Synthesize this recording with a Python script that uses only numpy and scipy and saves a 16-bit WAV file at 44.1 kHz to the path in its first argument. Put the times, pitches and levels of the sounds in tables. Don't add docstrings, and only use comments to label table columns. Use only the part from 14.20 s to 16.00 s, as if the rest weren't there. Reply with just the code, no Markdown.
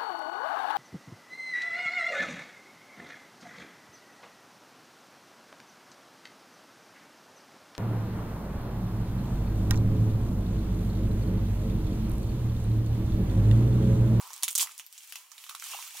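import sys
import numpy as np
from scipy import signal
from scipy.io import wavfile
from scipy.ndimage import uniform_filter1d

SR = 44100
rng = np.random.default_rng(int(sys.argv[2]) if len(sys.argv) > 2 else 0)


def decibels_to_gain(level_db):
    exponent = np.asarray(level_db, float) / 20
    return 10 ** exponent


def materialize(psi):
    bounded = np.clip(np.atleast_2d(psi).T, -1, 1)
    quanta = np.round(bounded * 32767).astype(np.int16)
    wavfile.write(sys.argv[1], SR, quanta)


N = 79380

# [f/Hz, level/dB]
FILM_COLOUR = [(300, -41), (900, -7.5), (1700, -7.5), (2700, -4), (4400, -5), (7000, -1.5), (11000, -5),
               (15500, -7)]
# [f/Hz, level/dB]
GLUE_COLOUR = [(300, -99.5), (1000, -15), (2500, -7.5), (3400, -7.5), (7300, 2), (11000, -2.5), (15500, -6)]
# [f/Hz, share 0-1]
STEREO_LIKENESS = [(300, 0.96), (1400, 0.76), (4000, 0.42), (15000, 0.039)]


def evened(x):
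    return x / np.sqrt(np.mean(x ** 2) + 1e-20)


def read(points, hz):
    f, value = np.transpose(points)
    return np.interp(np.log(hz + 1), np.log(f + 1), value)


def colour(x, points):
    hz = abs(np.fft.fftfreq(2048, 1 / SR))
    low_fall = np.clip(hz / points[0][0], 0.01, 1) ** 2
    log_gain = np.log(decibels_to_gain(read(points, hz)) * low_fall)
    taps = np.fft.ifft(np.exp(np.conj(signal.hilbert(log_gain)))).real[:1024]
    return signal.oaconvolve(x, taps[None] / np.linalg.norm(taps), axes=1)[:, :N]


def resonate(x, hz, width_hz):
    b, a = signal.iirpeak(hz, hz / width_hz, SR)
    return signal.lfilter(b, a, signal.lfilter(b, a, x))


def clicks(per_s, spread_db):
    size = decibels_to_gain(spread_db * np.minimum(rng.exponential(1, N), 3.8))
    size = size * (rng.random(N) < per_s / SR) * rng.choice([-1, 1], N)
    side = rng.uniform(-0.45, 0.55, N)
    return np.array([size * (1 + side), size * (1 - side)])


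def hiss(frames, size, same):
    a, b, c, d = rng.standard_normal((frames, size, 4)).T
    same = np.clip(same, -1, 1)[:, None]
    left, other = a + 1j * b, c + 1j * d
    return np.array([left, same * left + np.sqrt(1 - same ** 2) * other])


def air():
    # [f/Hz, level/dB]
    air_colour = [(18, -52), (130, -28), (659, -6.5), (979, -21), (1800, -0.5), (2970, 3.5), (3970, -11.5),
                  (15200, -1), (16500, -13.5)]
    hz = np.fft.rfftfreq(1024, 1 / SR)
    z = hiss(N // 256 + 5, 513, read(STEREO_LIKENESS, hz)) * decibels_to_gain(read(air_colour, hz))[:, None]
    tone = signal.istft(z, nperseg=1024, noverlap=768)[1][:, :N]
    return decibels_to_gain(-66.5) * evened(tone)


def bumps():
    # [t/s, level/dB, f/Hz]
    knocks = [
        (0.226, -61.5, 202),
        (.28, -75, 180),
        (.372, -68.5, 250),
        (.595, -84, 91),
        (1.292, -84, 90),
        (1.546, -58, 480),
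        (1.6, -93, 90),
        (1.42, -86, 80),
    ]
    out, t = np.zeros(N + 3000), np.arange(3000) / SR
    for s, db, hz in knocks:
        onset = np.minimum(t * 1000, 1)
        knock = np.cos(2 * np.pi * hz * t) * np.exp(-t * hz / 0.85) * onset
        out[round(s * SR):][:3000] += decibels_to_gain(db) * knock
    return out[:N]


def rustle():
    # [t/s, rustle level/dB, pressure on the pockets/dB]
    hand_motion = [(0, -53, -2), (.13, -54.5, -5.5), (0.341, -59.5, -11.5), (0.408, -40, -9),
                   (.47, -56, -7), (.6, -59.5, -13), (0.688, -64.5, -13.5), (0.779, -54, -33),
                   (0.901, -59, -20.5), (0.979, -53.5, -11.5), (1.089, -65, -8.5), (1.199, -54, -11.5),
                   (1.381, -56, -32), (1.45, -44.5, -20.5), (1.538, -44, -9.5), (1.64, -47, -14.5),
                   (1.719, -51.5, -17.5), (1.778, -45, -16.5)]
    # [t/s, level above the rustle/dB]
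    flurries = [
        (.14, 1.5),
        (0.504, 4),
        (0.786, -5.5),
        (0.832, 3.5),
        (.897, 6.5),
        (1.303, 2),
    ]
    s, level_db, press_db = np.transpose(hand_motion)
    t = np.arange(N) / SR

    def bell(at_s, width_s):
        return np.exp(-((t - at_s) / width_s) ** 2 / 2)

    film = evened(colour(clicks(per_s=4300, spread_db=2.5), FILM_COLOUR))
    film = film * decibels_to_gain(sum(db * bell(at_s, 0.011) for at_s, db in flurries))

    taps = clicks(per_s=1600, spread_db=2.1)
    pockets = evened(resonate(taps, hz=1029, width_hz=565))
    box = evened(resonate(taps, hz=424, width_hz=114))
    dull = pockets + decibels_to_gain(-2.5) * box
    hands = decibels_to_gain(np.interp(t, s, level_db)) * (film + decibels_to_gain(np.interp(t, s, press_db)) * dull)

    squeak = evened(resonate(clicks(per_s=840, spread_db=3.2), hz=2800, width_hz=420))
    return hands + decibels_to_gain(-49) * bell(at_s=1.532, width_s=0.017) * squeak


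def pops():
    # [t/s, peak level/dB, f/Hz]
    pocket_pops = [(0.003, -39.5, 1000), (0.012, -42, 920), (.025, -45.5, 940), (.054, -47.5, 970),
                   (0.066, -45.5, 910), (0.1064, -43.5, 920), (0.2255, -49, 1100), (0.2351, -42.5, 926),
                   (0.2404, -39.5, 1050), (0.2805, -41, 1410), (0.2868, -47.5, 1030), (0.358, -42.5, 1140),
                   (0.398, -59, 1160), (0.4114, -38, 1000), (0.4276, -35, 1033), (0.4616, -45, 963),
                   (0.475, -45.5, 1180), (0.5986, -49.5, 1170), (0.9257, -57.5, 1350), (0.9595, -49, 980),
                   (1.1194, -52, 1190), (1.2666, -48.5, 1250), (1.2967, -39.5, 1195), (1.3121, -41, 1230),
                   (1.3497, -35.5, 1170), (1.425, -38, 1350), (1.537, -36, 1090), (1.5473, -33.5, 820),
                   (1.5902, -37, 1010), (1.7495, -48.5, 756), (1.755, -47, 940),
                   (0.0172, -50, 1020), (0.0592, -49, 1005), (0.1629, -55, 990), (0.275, -52, 1050),
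                 (0.3307, -58, 1080), (0.3974, -45, 1130), (0.446, -57, 1130), (0.4946, -43.5, 1240),
                 (0.604, -56, 1020), (0.9415, -57, 1160), (1.2415, -55, 1200), (1.2922, -48, 1120),
                 (1.3274, -47, 1190), (1.464, -50, 1050), (1.6734, -51.5, 1210), (1.678, -50, 1340)]
    rise_cycles, boost_db = 0.93, 2
    out, t = np.zeros(N + 700), np.arange(600) / SR
    for s, db, hz in pocket_pops:
        u = t * hz / rise_cycles
        swell = np.e * u * np.exp(-u)
        out[round(s * SR) - 60:][:600] += decibels_to_gain(db + boost_db) * swell * np.sin(2 * np.pi * hz * t)
    return out[:N]


def snaps(rows, boost_db, ring_db, tone):
    burst_s, width, needle = 0.00032, 0.28, -2.27
    ring_cycles, ring_max_s, ring_send = 2.8, 0.0008, 0.35
    out, t = np.zeros((2, 2, N + 300)), np.arange(200) / SR
    noise = rng.standard_normal((len(rows), 2, 200))
    for (s, db, hz), (mid, side) in zip(rows, noise):
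        mid = mid + needle * (t == 0)
        side = np.diff(side, prepend=0)
        burst = np.array([mid + width * side, mid - width * side]) * np.exp(-t / burst_s)
        crack = colour(burst, tone)[:, :200]
        b, a = signal.butter(3, max(0.4 * hz, 1480), "high", fs=SR)
        crack = evened(signal.lfilter(b, a, crack))
        ring = np.sin(2 * np.pi * hz * t) * np.exp(-t / min(ring_cycles / hz, ring_max_s))
        ring = decibels_to_gain(ring_db) * evened(ring)
        peak = np.sqrt(2 * uniform_filter1d((crack + ring).mean(0) ** 2, size=16).max())
        both = np.array([crack + ring, crack + ring_send * ring])
        start = round(s * SR)
        out[..., start:start + 200] += decibels_to_gain(db + boost_db) * both / peak
    return out[..., :N]


def ticks():
    # [t/s, peak level/dB, ring
    # f/Hz]
    fine_ticks = [(0.0255, -41, 5000), (0.042, -44, 7900), (0.064, -42, 5500), (0.0873, -43, 5400),
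                  (0.0982, -46, 10700), (0.1118, -43, 6700), (0.1135, -42, 6900), (0.1279, -41, 8200),
                  (0.1421, -41, 8100), (0.1621, -42, 8000), (0.2071, -42, 11600), (0.2332, -16, 10700),
                  (0.2828, -28, 9800), (0.321, -29, 13900), (0.3292, -26, 8300), (0.3314, -38, 8900),
                  (0.4922, -43, 5700), (0.5204, -41, 7500), (0.5513, -45, 9300), (0.5989, -37, 12400),
                  (0.6424, -49, 2800), (0.6472, -49, 2700), (0.7047, -56, 7900), (0.782, -36, 7400),
                  (0.7845, -43, 7800), (0.7863, -41, 7500), (0.7901, -42, 7600), (0.8066, -44, 3200),
                  (0.8343, -41, 6400), (0.8542, -47, 5500), (0.8955, -44, 7400), (0.9549, -39, 2800),
                  (0.9843, -44, 10400), (1.0556, -54, 6200), (1.1105, -48, 7500), (1.12, -47, 1800),
                  (1.1465, -52, 3400), (1.2651, -43, 3500), (1.2913, -40, 3500), (1.3102, -39, 6200),
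                  (1.3151, -41, 5700), (1.3266, -41, 6600), (1.3827, -45, 6500), (1.4222, -39, 2800)]
    return snaps(fine_ticks, boost_db=3, ring_db=1, tone=GLUE_COLOUR)


def creases():
    # [t/s, peak level/dB, ring f/Hz]
    film_creases = [(0.0111, -36, 7200), (0.0162, -39.5, 7500), (0.0708, -37, 7600), (0.0755, -38, 10900),
                    (0.1048, -39, 6100), (0.1325, -30, 10800), (0.1392, -31, 7850), (0.1639, -33.5, 8040),
                    (0.1789, -35, 6200), (0.4725, -34, 2000), (0.5128, -41, 2600), (0.5184, -38.5, 8000),
                    (0.5797, -30, 10600), (0.5904, -34, 7000), (0.597, -30.5, 2900), (0.6646, -33, 14500),
                    (0.7268, -35.5, 10600), (0.7789, -35, 6600),
                    (0.924, -29, 2800), (0.9239, -31, 12000), (0.9569, -29, 2800), (0.961, -37, 10500),
                  (1.1175, -35.5, 5700), (1.1808, -36, 3680), (1.2402, -37, 2960), (1.267, -41, 5900),
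                  (1.2958, -29, 4000), (1.3508, -28, 3800), (1.3984, -32.5, 6200), (1.4234, -36, 2400),
                  (1.441, -27.5, 8000), (1.5174, -31, 7460), (1.5686, -38, 5600), (1.626, -32, 2600),
                  (1.6772, -33.5, 13300), (1.7083, -36, 2800), (1.771, -33, 10800)]
    # [t/s, peak level/dB, ring f/Hz]
    clusters = [
        (0.234, -17.5, 5470),
        (.3563, -32, 12700),
        (0.383, -23.5, 6850),
        (1.2938, -33, 3700),
        (0.875, -40, 12200),
        (0.9584, -33, 5400),
    ]
    return snaps(film_creases + clusters, boost_db=5, ring_db=-2.5, tone=FILM_COLOUR)


def peel():
    # [t/s, peak level/dB, ring f/Hz]
    tugs = [(0.2263, -24, 4530), (0.2333, -11.5, 11000), (0.235, -17.5, 3290), (0.2377, -15, 6600),
            (0.2416, -20, 6840), (0.2809, -18, 3550), (0.2829, -47, 9700), (0.2851, -15, 11000),
            (0.3067, -22.5, 8900), (0.3117, -22.5, 8600), (0.3211, -44, 14100), (0.3293, -37, 8600),
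            (0.3525, -12, 8650), (0.3545, -19.5, 6700), (0.3572, -11.5, 10400), (0.3593, -23.5, 8200)]
    # [t/s, peak level/dB, ring f/Hz]
    rip = [(0.3791, -11, 8500), (0.3826, -18, 13000), (0.385, -16, 8300), (0.3891, -19, 7800),
           (0.3966, -15, 3400), (0.399, -21, 6900), (0.4011, -18, 8900), (0.4028, -19, 5700),
           (0.4055, -18, 8600), (0.4074, -14, 7200), (0.4102, -14, 7200), (0.4122, -13, 10700),
           (0.4138, -21, 3300), (0.4154, -17, 7700), (0.4178, -17, 10500), (0.4202, -15, 7500),
           (0.4246, -17, 7500), (0.4268, -19, 7400), (0.4287, -22, 3300), (0.4303, -18, 10700)]
    return snaps(tugs + rip, boost_db=2.5, ring_db=-2.0, tone=GLUE_COLOUR)


def room(x):
    # [f/Hz, T60/s]
    decay = [(1000, 0.11), (5000, 0.1), (15000, 0.087)]
    # [f/Hz, level/dB]
    tail_colour = [(400, -11.5), (1000, -4.5), (3000, 9.5), (8000, 3.5), (15000, 6.5)]
    far_db, far_t60_s, turn_hz = -26.5, 0.34, 15
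    hz, t = np.fft.rfftfreq(64, 1 / SR), np.arange(800) * 16 / SR
    near = decibels_to_gain(-60 * t / read(decay, hz)[:, None])
    fade = near + decibels_to_gain(far_db - 60 * t / far_t60_s)
    out, turn = np.zeros((2, N)), np.arange(N) / SR * turn_hz
    for k in range(3):
        z = hiss(800, 33, read(STEREO_LIKENESS, hz)) * fade * decibels_to_gain(read(tail_colour, hz))[:, None]
        tail = signal.istft(z, nperseg=64, noverlap=48)[1]
        tail = tail * np.clip(np.arange(tail.shape[1]) / SR / 0.0016, 0, 1)
        tail = tail / np.linalg.norm(tail[0])
        share = np.sqrt(2 / 3) * np.cos(2 * np.pi * (turn + k / 3))
        out += signal.fftconvolve((x.mean(0) * share)[None], tail, axes=1)[:, :N]
    return out


def scene():
    thin = signal.butter(5, 675, "high", fs=SR, output="sos")
    glue = peel() + rustle()
    film = creases() + ticks() + pops()
    direct = signal.sosfilt(thin, glue[0] + film[0])
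    sent = signal.sosfilt(thin, glue[1] + decibels_to_gain(-0.5) * film[1])
    return direct + decibels_to_gain(1.5) * room(sent) + air() + bumps()


def top_cut(x):
    return signal.sosfilt(signal.butter(12, 16820, fs=SR, output="sos"), x)


def record(dry):
    # [t/s, left minus right/dB]
    hand_side = [
        (0.0, -3),
        (0.882, -1.5),
        (0.922, 2.5),
        (1.012, -3.5),
        (1.082, -1),
        (1.108, -7.5),
        (1.158, -3),
        (1.8, -2.5),
    ]
    high = signal.lfilter(*signal.butter(1, [2050, 11000], "band", fs=SR), dry)
    lean_db = 1.3 * np.interp(np.arange(N) / SR, *np.transpose(hand_side))
    x = dry + high * (decibels_to_gain(np.array([lean_db / 2, -lean_db / 2])) - 1)
    band_limit = signal.firwin(511, 15850, window=("kaiser", 7), fs=SR)
    x = signal.oaconvolve(x, band_limit[None], "same")
    return top_cut(x)


dry = scene()
out = record(dry)
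materialize(out)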